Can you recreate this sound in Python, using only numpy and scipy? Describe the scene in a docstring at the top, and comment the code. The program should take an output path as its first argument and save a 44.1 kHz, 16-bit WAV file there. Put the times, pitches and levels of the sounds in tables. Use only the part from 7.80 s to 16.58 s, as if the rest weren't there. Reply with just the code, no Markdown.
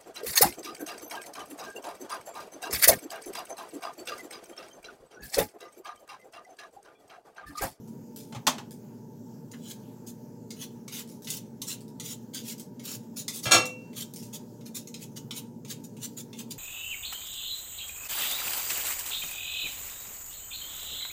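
"""A potato is peeled by hand over a plastic bag that lines a pan, on the stove of a small kitchen.
A motor hums all the while: wavering sine tones, and shaped noise for the air in its duct.
From the start the bag crinkles in bursts of tiny clicks; soon a utensil knocks on the worktop (short noise).
Then the swivel blade ticks as it lands and rasps through the skin (clumps of clicks); peel drops on the bag.
Later a stroke slips and clangs on the pan: fading sine tones and a noisy rattle. Peeling goes on."""
import sys
import numpy as np
from scipy import signal
from scipy.fft import rfft, irfft, next_fast_len
from scipy.io import wavfile
from scipy.ndimage import uniform_filter1d, map_coordinates

SR = 44100
rng = np.random.default_rng(int(sys.argv[2]) if len(sys.argv) > 2 else 0)


def generate_wav(sig):
    """Save sig (samples, or channels by samples) to the path in sys.argv[1] as 16-bit PCM at SR."""
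    pcm = np.round(np.clip(np.atleast_2d(sig).T, -1, 1) * 32767).astype(np.int16)
    wavfile.write(sys.argv[1], SR, pcm)


N = 387198  # length of the scene in samples
T = np.arange(SR // 2) / SR  # time within one event, half a second


def amp(db):
    """Turn decibels into a gain."""
    return 10 ** (np.asarray(db) / 20)


def unit(x):
    """Scale to rms 1."""
    return x / np.sqrt(np.mean(x ** 2) + 1e-20)


def along(points, hz):
    """Read a curve of (f/Hz, value) points on a log frequency axis."""
    f, value = np.transpose(points)
    return np.interp(np.log(hz + 1), np.log(f), value)


def wobble(rate, size=N):
    """Draw a smooth random curve through `rate` random points a second."""
    knots = rng.standard_normal(int(size * rate / SR) + 4)
    return map_coordinates(knots, [np.arange(size) * rate / SR])


def filtered(x, gain):
    """Pass x through a gain that is a function of frequency."""
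    size = next_fast_len(x.shape[-1] + 8192)
    spectrum = rfft(x, size) * gain(np.fft.rfftfreq(size, 1 / SR))
    return irfft(spectrum, size)[..., :x.shape[-1]]


def coloured(x, gain):
    """Colour an event without sounding ahead of it; white noise keeps its power."""
    size = 2048
    shape = unit(gain(np.fft.rfftfreq(size, 1 / SR)))
    # folding the cepstrum makes a filter that only acts forward in time
    cepstrum = irfft(np.log(np.maximum(shape, 1e-5)))
    cepstrum[1:size // 2] *= 2
    cepstrum[size // 2 + 1:] = 0
    response = irfft(np.exp(rfft(cepstrum)))
    return signal.fftconvolve(x, response)[:len(x)]


def patchy(x, depth_db, bands, frames):
    """Let the colour of x drift: random gains smoothed over some bands and frames."""
    z = signal.stft(x, nperseg=512)[2]
    field = rng.standard_normal(z.shape)
    field = uniform_filter1d(field, bands, -2)
    field = uniform_filter1d(field, frames, -1)
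    gains = unit(amp(depth_db * unit(field)))
    return signal.istft(z * gains, nperseg=512)[1][..., :x.shape[-1]]


def grains(rate, spread_db):
    """Tiny fractures, about `rate` a second, at random moments and of random sizes, rms 1."""
    chance = rng.random(len(T))
    size = rng.standard_normal(len(T))
    push = rng.standard_normal(len(T))
    return unit((chance < rate / SR) * amp(spread_db * np.clip(size, -2, 2)) * np.sign(push))


# how long the room rings on: (f/Hz, time to fall by 60 dB/s)
ROOM_DECAY = [(200, 0.34), (1500, 0.29), (6000, 0.22), (15000, 0.18)]


def in_kitchen(x, near_db, near_t60, room_db):
    """Mid and side of an event: direct sound, quick echoes off stove and wall, and the room's tail."""
    hz, t, z = signal.stft(rng.standard_normal((2, SR // 2)), SR, nperseg=256)
    fade = amp(-60 * t / along(ROOM_DECAY, hz)[:, None])
    tail = signal.istft(z * fade, SR, nperseg=256)[1][:, :SR // 2]
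    near = rng.standard_normal(tail.shape) * amp(-60 * T / near_t60)
    response = amp(near_db) * near / np.linalg.norm(near[0])
    response += amp(room_db) * tail / np.linalg.norm(tail[0])
    response[0, 0] += 1  # direct sound, in the middle only
    response /= np.linalg.norm(response[0])
    return signal.fftconvolve(x[None], response, axes=1)[:, :len(x)]


def add(track, s, sound):
    """Lay a sound into a track at time s."""
    part = track[:, max(round(s * SR), 0):][:, :sound.shape[1]]
    part += sound[:, :part.shape[1]]


# hum tones of the motor: (f/Hz, middle level of the wavering amplitude/dB)
HUM_TONES = [(118.4, -58.5), (231.5, -51), (355.3, -65.5)]
# colour of the droning air: (f/Hz, relative level/dB)
DRONE_COLOUR = [(25, -53), (55, -45), (85, -28.5), (97, -30), (110, -8), (150, -8), (190, -9), (222, -3),
                (265, -7.5), (330, -15), (470, -13.5), (550, -25), (600, -23.5), (690, -33), (820, -31),
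                (1050, -64.5), (1800, -120)]
# colour of the hiss: (f/Hz, relative level/dB)
HISS_COLOUR = [(470, -36.5), (800, -15), (896, -3), (965, -12.5), (1000, -17), (1150, -20.5), (1680, -22),
               (1970, -29.5), (2840, -29.5), (4180, -30), (4460, -27), (6650, -21), (9330, -32.5),
               (13400, -25), (16000, -27.5)]
# air resonances of the duct: (f/Hz, width/Hz, middle level of the wavering noise/dB)
DUCT_RESONANCES = [(237, 56, -57), (157, 46, -55), (593.7, 26, -69), (881.4, 35, -68), (954, 13, -71)]


def motor():
    """Wavering hum lines, air droning through a duct, and a faint restless hiss."""
    noise = lambda gain: unit(filtered(rng.standard_normal((2, N)), gain))
    drone = noise(lambda hz: amp(along(DRONE_COLOUR, hz)))
    hiss = patchy(noise(lambda hz: amp(along(HISS_COLOUR, hz))), depth_db=2.5, bands=12, frames=20)
    air = amp(-46.5) * drone + amp(-63.0 + 1.4 * wobble(4.7)) * hiss
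    for centre, width, db in DUCT_RESONANCES:
        resonance = noise(lambda hz: 1 / (1 + (2 * (hz - centre) / width) ** 2))
        air += amp(db + 2 * wobble(4)) * resonance
    t = np.arange(N) / SR
    for hz, db in HUM_TONES:
        drift = hz / 300 * wobble(12)  # the higher lines stray further
        air += amp(db + 3.5 * wobble(6.2)) * np.sin(2 * np.pi * hz * t + drift)
    return air


# clear crinkles of the bag: (t/s, level setting/dB, time to fall by 60 dB/s)
BAG_CRINKLES = [(.074, -58.5, .19), (.361, -44.5, 0.34), (.909, -49, 0.17), (3.275, -51, 0.36),
                (3.42, -51.5, 0.32), (4.007, -54.5, .13), (4.08, -56, 0.12), (4.797, -43.5, 0.12),
                (6.335, -44, .17), (6.36, -45.5, 0.29), (6.427, -47.5, 0.23)]
# each strip brushes the bag this long after its cut: delay, level setting, time to fall by 60 dB
FALL_S, FALL_DB, FALL_FADE_S = .08, -68, .2


def bag():
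    """Thin plastic buckles in a burst of bright crackles, faintly under every falling strip."""
    track = np.zeros((2, N))
    # (f/Hz, relative level/dB)
    film_colour = [(900, -17.5), (2800, -8.5), (6000, 2.0), (10000, -2.0), (15000, -4.0)]
    film = lambda hz: amp(along(film_colour, hz))
    falls = [(s + bite + hold + FALL_S, FALL_DB, FALL_FADE_S) for s, _, _, bite, hold, _, _ in PEELER_PULLS]
    for s, db, fade in list(BAG_CRINKLES) + falls:
        crackle = patchy(grains(rate=1100, spread_db=3), depth_db=3, bands=5, frames=8)
        crackle = crackle * amp(db - 60 * T / fade)
        add(track, s, amp(2.5) * in_kitchen(coloured(crackle, film), near_db=-7, near_t60=0.14, room_db=-5.0))
    return track


# the utensil on the worktop: (t/s, level setting/dB, where the treble starts to fall f/Hz)
UTENSIL_KNOCKS = [(.524, -42.5, 4000), (0.548, -36, 1800), (0.56, -39, 1500), (.668, -17.5, 12000),
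                  (.673, -16, 7000), (.782, -35, 2780)]
# colour of the board: (f/Hz, relative level/dB)
BOARD_COLOUR = [(100, -24.5), (250, -9), (400, -11), (620, -8), (850, -1), (1050, -4.5), (1450, -10),
                (2200, -12.5), (3300, -8), (4800, -12), (6400, -8), (9000, -16), (16000, -19.5)]


def worktop():
    """Short dense knocks of fading noise; each has its own brightness."""
    track = np.zeros((2, N))
    for s, db, bright_hz in UTENSIL_KNOCKS:
        blow = rng.standard_normal(len(T)) * amp(-60 * T / 0.077)
        board = lambda hz: amp(along(BOARD_COLOUR, hz)) / np.hypot(1, hz / bright_hz)
        knock = coloured(blow, board)
        add(track, s, amp(db + 1) * in_kitchen(knock, near_db=-2, near_t60=0.089, room_db=-7.5))
    return track


# dull bumps that go into stove and worktop: (t/s, level setting/dB, f/Hz)
PANEL_BUMPS = [(0.556, -40.5, 121), (.672, -33.5, 250.7), (5.661, -34, 122), (5.725, -37.5, 219.3),
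               (5.749, -34, 113)]


def bumps():
    """Heavy panels swell softly into a few low cycles that die away."""
    track = np.zeros((2, N))
    for s, db, hz in PANEL_BUMPS:
        swell = 1 - np.exp(-(T / 0.0067) ** 2)
        thump = np.sin(2 * np.pi * hz * T) * amp(db + 9 - 60 * T / 0.16) * swell
        add(track, s, in_kitchen(thump, near_db=-3.5, near_t60=0.053, room_db=-16.5))
    return track


# pulls of the peeler, each a tick as the blade lands and then a cut; bag() also times the falling peel by it:
# (landing t/s, tick level/dB, low ring setting of the tick/dB, time to full bite/s, hold/s,
#  cut level setting/dB, depth of the rasp as low boost/dB)
PEELER_PULLS = [(1.714, -38.5, -19, 0.2, 0.0055, -41, -1.5), (2.705, -30.5, -8, 0.12, 0.013, -39.5, 2),
                (3.079, -31, -6, 0.051, 0.081, -40, 0), (3.445, -35, -18, 0.034, 0.095, -40, -1.5),
                (3.817, -23.5, -17, 0.063, 0.051, -37.5, -3), (4.198, -27.5, -9.5, 0.045, 0.089, -41, -5.5),
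                (4.544, -26.5, -33, 0.14, 0.041, -39.5, -3.5), (4.995, -36.5, 1, 0.061, 0.095, -39, -5),
                (5.48, -20, -7.5, 0.062, 0.047, -37.5, -7), (6.13, -43, -3, 0.038, 0.056, -38.5, 0.5),
                (7.141, -30.5, -3, 0.086, 0.0077, -43, -1.5), (7.508, -28, -1, 0.057, .022, -39, -3),
                (7.848, -37, 1, 0.058, 0.013, -36.5, -0.5), (8.167, -41.5, -2, 0.067, 0.02, -38, -5.5),
                (8.529, -35.5, 3.5, 0.067, 0.014, -41.5, 0.5)]
# the free blade flips on its pivot: (t/s, level/dB, low ring setting/dB)
BLADE_FLIPS = [(3.471, -31, 0), (3.502, -20, -21), (4.78, -37.5, -20), (5.854, -25.5, -20),
               (6.809, -47, 0.5), (7.072, -35.5, -15.5)]
# colour of the steel: (f/Hz, relative level/dB)
STEEL_COLOUR = [(650, -44), (1100, -13.5), (1650, -27.5), (2130, -6.5), (2440, -10.5), (3690, -4.5),
                (4880, -4.5), (6680, -0.5), (8360, -8), (10000, -6.5), (10800, -13), (13800, -10.5),
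                (16000, -17)]


def blade():
    """The loose blade strikes its stops; the hand damps it at once, and each grip colours it anew."""
    track = np.zeros((2, N))
    for s, db, low_db, *_ in list(PEELER_PULLS) + list(BLADE_FLIPS):
        snap = patchy(rng.standard_normal(len(T)), depth_db=2, bands=5, frames=10)
        snap = snap * amp(-60 * T / 0.032) * (1 - np.exp(-T / 0.001))
        # the low ring is set below about 4200 Hz
        steel = lambda hz: amp(along(STEEL_COLOUR, hz) + (low_db + 11.0) / (1 + (hz / 4200) ** 4))
        add(track, s, amp(db) * in_kitchen(coloured(snap, steel), near_db=1.0, near_t60=0.13, room_db=0.0))
    return track


# colour of the cut skin: (f/Hz, relative level/dB)
SKIN_COLOUR = [(600, -32.5), (1000, -13), (1350, -13.5), (1650, -12.5), (2200, -10.5), (2700, -6),
               (4000, -3), (5200, -5), (7000, 0.5), (8500, -8), (9900, -3.5), (11000, -12.5), (13500, -5.5),
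               (16000, -9)]


def rasp(pressure, depth_db, ring_hz):
    """The edge snaps through cells in uneven clumps; a deeper cut rasps lower."""
    cells = grains(rate=2000, spread_db=1.5) * amp(0.95 * wobble(141.7, len(T)))
    # the curling strip of peel shifts the resonances: here, a random drift of colour
    cells = patchy(cells, depth_db=3, bands=5, frames=5)
    strip = lambda hz: (4.5 + np.maximum(depth_db, 0) / 2) / (1 + ((hz - ring_hz) / 330) ** 2)
    depth = lambda hz: depth_db / (1 + (hz / 4500) ** 4)
    skin = lambda hz: amp(along(SKIN_COLOUR, hz) + strip(hz) + depth(hz))
    cut = coloured(cells * pressure, skin)
    return amp(1.04) * in_kitchen(cut, near_db=2, near_t60=0.04, room_db=-4.5)


RELEASE_S = 0.075  # time to fall by 60 dB as the strip comes free


def release_db(end):
    """The rasp dies once the edge leaves the potato."""
    return -60 * np.maximum(T - end, 0) / RELEASE_S


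# quick flicks that chip off a scrap:
# (t/s, length/s, level setting/dB, depth of the rasp as low boost/dB, resonance f/Hz)
SCRAP_FLICKS = [(1.729, 0.016, -43, 19, 1690), (2.262, 0.035, -40, -10.5, 6300),
                (4.529, 0.074, -39.5, 4.5, 4760), (5.358, 0.056, -34.5, -4, 6900),
                (5.623, .039, -35, -2, 5500), (6.523, 0.039, -38, -4, 3270), (6.85, 0.027, -43.5, 1, 11500),
                (6.941, 0.044, -34, -4, 5300), (7.357, 0.016, -34, 2, 6660),
                (8.033, 0.019, -43.5, -9, 7000), (8.365, 0.04, -36.5, -6.5, 6630),
                (8.7, 0.019, -32.5, 0, 4200)]
# a pull swells by BITE_DB from landing to full bite, then grows as the hand leans on
BITE_DB, LEAN_DB_PER_S = 41, 19
STRIP_HZ = 3060  # resonance of the long strip that a pull lifts
# a flick starts hard and loses this much on its way
FLICK_ATTACK_S, FLICK_FADE_DB = 0.0092, 5.5


def peeling():
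    """A pull sinks in, holds and comes free; a flick starts hard and fades."""
    track = np.zeros((2, N))
    for s, _, _, bite, hold, db, depth_db in PEELER_PULLS:
        bite_db = BITE_DB * np.minimum(T / bite - 1, 0)
        lean_db = LEAN_DB_PER_S * (np.clip(T - bite, 0, hold) - hold / 2)
        pressure = amp(db + bite_db + lean_db + release_db(bite + hold))
        add(track, s, rasp(pressure, depth_db, STRIP_HZ))
    for s, length, db, depth_db, ring_hz in SCRAP_FLICKS:
        contact = 1 - np.exp(-(T / FLICK_ATTACK_S) ** 2)
        fade_db = -FLICK_FADE_DB * np.minimum(T / length, 1)
        pressure = contact * amp(db + fade_db + release_db(length))
        add(track, s, rasp(pressure, depth_db, ring_hz))
    return track


# blows on the pan, for its ring and its rattle: (t/s, level setting/dB, where the treble starts to fall f/Hz)
PAN_BLOWS = [(5.656, -25.5, 4000), (5.668, -25.5, 2990), (5.686, -30.5, 2000), (5.711, -17.5, 14000),
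             (5.718, -12, 14000), (5.732, -14.5, 7000), (5.744, -12.5, 3500), (5.755, -22.5, 3000)]
# modes, the tones the pan rings at: (f/Hz, relative level/dB, time to fall by 60 dB/s)
PAN_MODES = [(328, -12, 0.2), (505, -14.5, 0.7), (621, -9, 0.14), (757, -12, 0.25), (1184, -14, 0.24),
             (1312, -6, 0.23), (1370, -6, 0.21), (1661, -3, 0.14), (2035, -15, 0.24), (2284, -12, 0.38),
             (2356, -4, 0.14), (2717, -3.8, 0.5), (3117, -12, 0.22), (3273, -12, 0.17), (3608, -3, 0.17),
             (4129, -4, 0.18), (4413, -6, 0.2), (4500, -12, 0.18), (5265, -15, 0.29), (5538, -4, 0.24),
             (5750, -12, 0.19), (6511, -7, 0.3), (6714, 2, 0.17), (7000, -14, 0.19), (7833, -18, 0.24),
             (8216, -11, 0.27), (9160, -20, 0.21)]


def pan_ring():
    """Every blow feeds energy into the pan's modes and jogs their phase; a dull blow spares the high ones."""
    s, db, bright_hz = np.transpose(PAN_BLOWS)
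    at, t = np.round(s * SR).astype(int), np.arange(N) / SR
    ring = np.zeros(N)
    for hz, mode_db, t60 in PAN_MODES:
        strength = amp(db + mode_db + rng.normal(0, 1, len(s))) ** 2 / (1 + (hz / bright_hz) ** 4)
        blows = np.bincount(at, strength, N)
        energy = signal.lfilter([1], [1, -amp(-60 / (t60 * SR)) ** 2], blows + 1e-20)
        jog = np.cumsum(np.bincount(at, rng.normal(0, 0.63, len(s)), N))
        # round off the sudden steps
        size, phase = uniform_filter1d(np.array([np.sqrt(energy), jog]), size=64)
        ring += size * np.sin(2 * np.pi * (hz * t + rng.random()) + phase)
    return amp(-7.5) * in_kitchen(ring, near_db=-22, near_t60=.05, room_db=-22)


# colour of the pan's rattle: (f/Hz, relative level/dB)
RATTLE_COLOUR = [(70, -32.5), (170, -13), (700, -8), (1400, -8.5), (3000, -5.5), (6600, -4), (10000, -10),
                 (16000, -20)]


def pan_rattle():
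    """The struck pan chatters on the stove as short noise, shaped by peaks at its modes."""
    track = np.zeros((2, N))
    mode_hz = np.array(PAN_MODES)[:, :1]
    peaks = lambda hz: np.max(1 / (1 + ((hz - mode_hz) / (30 + .012 * mode_hz)) ** 2), axis=0)
    # gain that fills the gaps between the modes: (f/Hz, gain)
    gap_fill = [(1000, .7), (1500, .22), (7000, .22), (10000, .7), (14000, 1)]
    between = lambda hz: along(gap_fill, hz)
    for s, db, bright_hz in PAN_BLOWS:
        colour = lambda hz: amp(along(RATTLE_COLOUR, hz)) / np.hypot(1, hz / bright_hz)
        body = lambda hz: colour(hz) * (peaks(hz) + between(hz))
        rattle = coloured(rng.standard_normal(len(T)) * amp(-60 * T / 0.062), body)
        add(track, s, amp(db) * in_kitchen(rattle, near_db=-4, near_t60=0.081, room_db=3.0))
    return track


# how far the sound spreads to the sides: (f/Hz, gain of the side signal/dB)
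STEREO_SPREAD = [(2900, -71), (3700, -27), (8000, -18), (13000, -8.5)]


def scene():
    """Everything is close to the centre; only the treble spreads."""
    mid, side = motor() + bag() + worktop() + bumps() + blade() + peeling() + pan_ring() + pan_rattle()
    side = filtered(side, lambda hz: amp(along(STEREO_SPREAD, hz)))
    return np.array([mid + side, mid - side])


TOP_HZ = 16100  # nothing is left above this


def record(dry):
    """The treble fades out over the last 200 Hz below the band limit."""
    return filtered(dry, lambda hz: np.clip((TOP_HZ - hz) / 200, 0, 1))


dry = scene()
out = record(dry)
generate_wav(out)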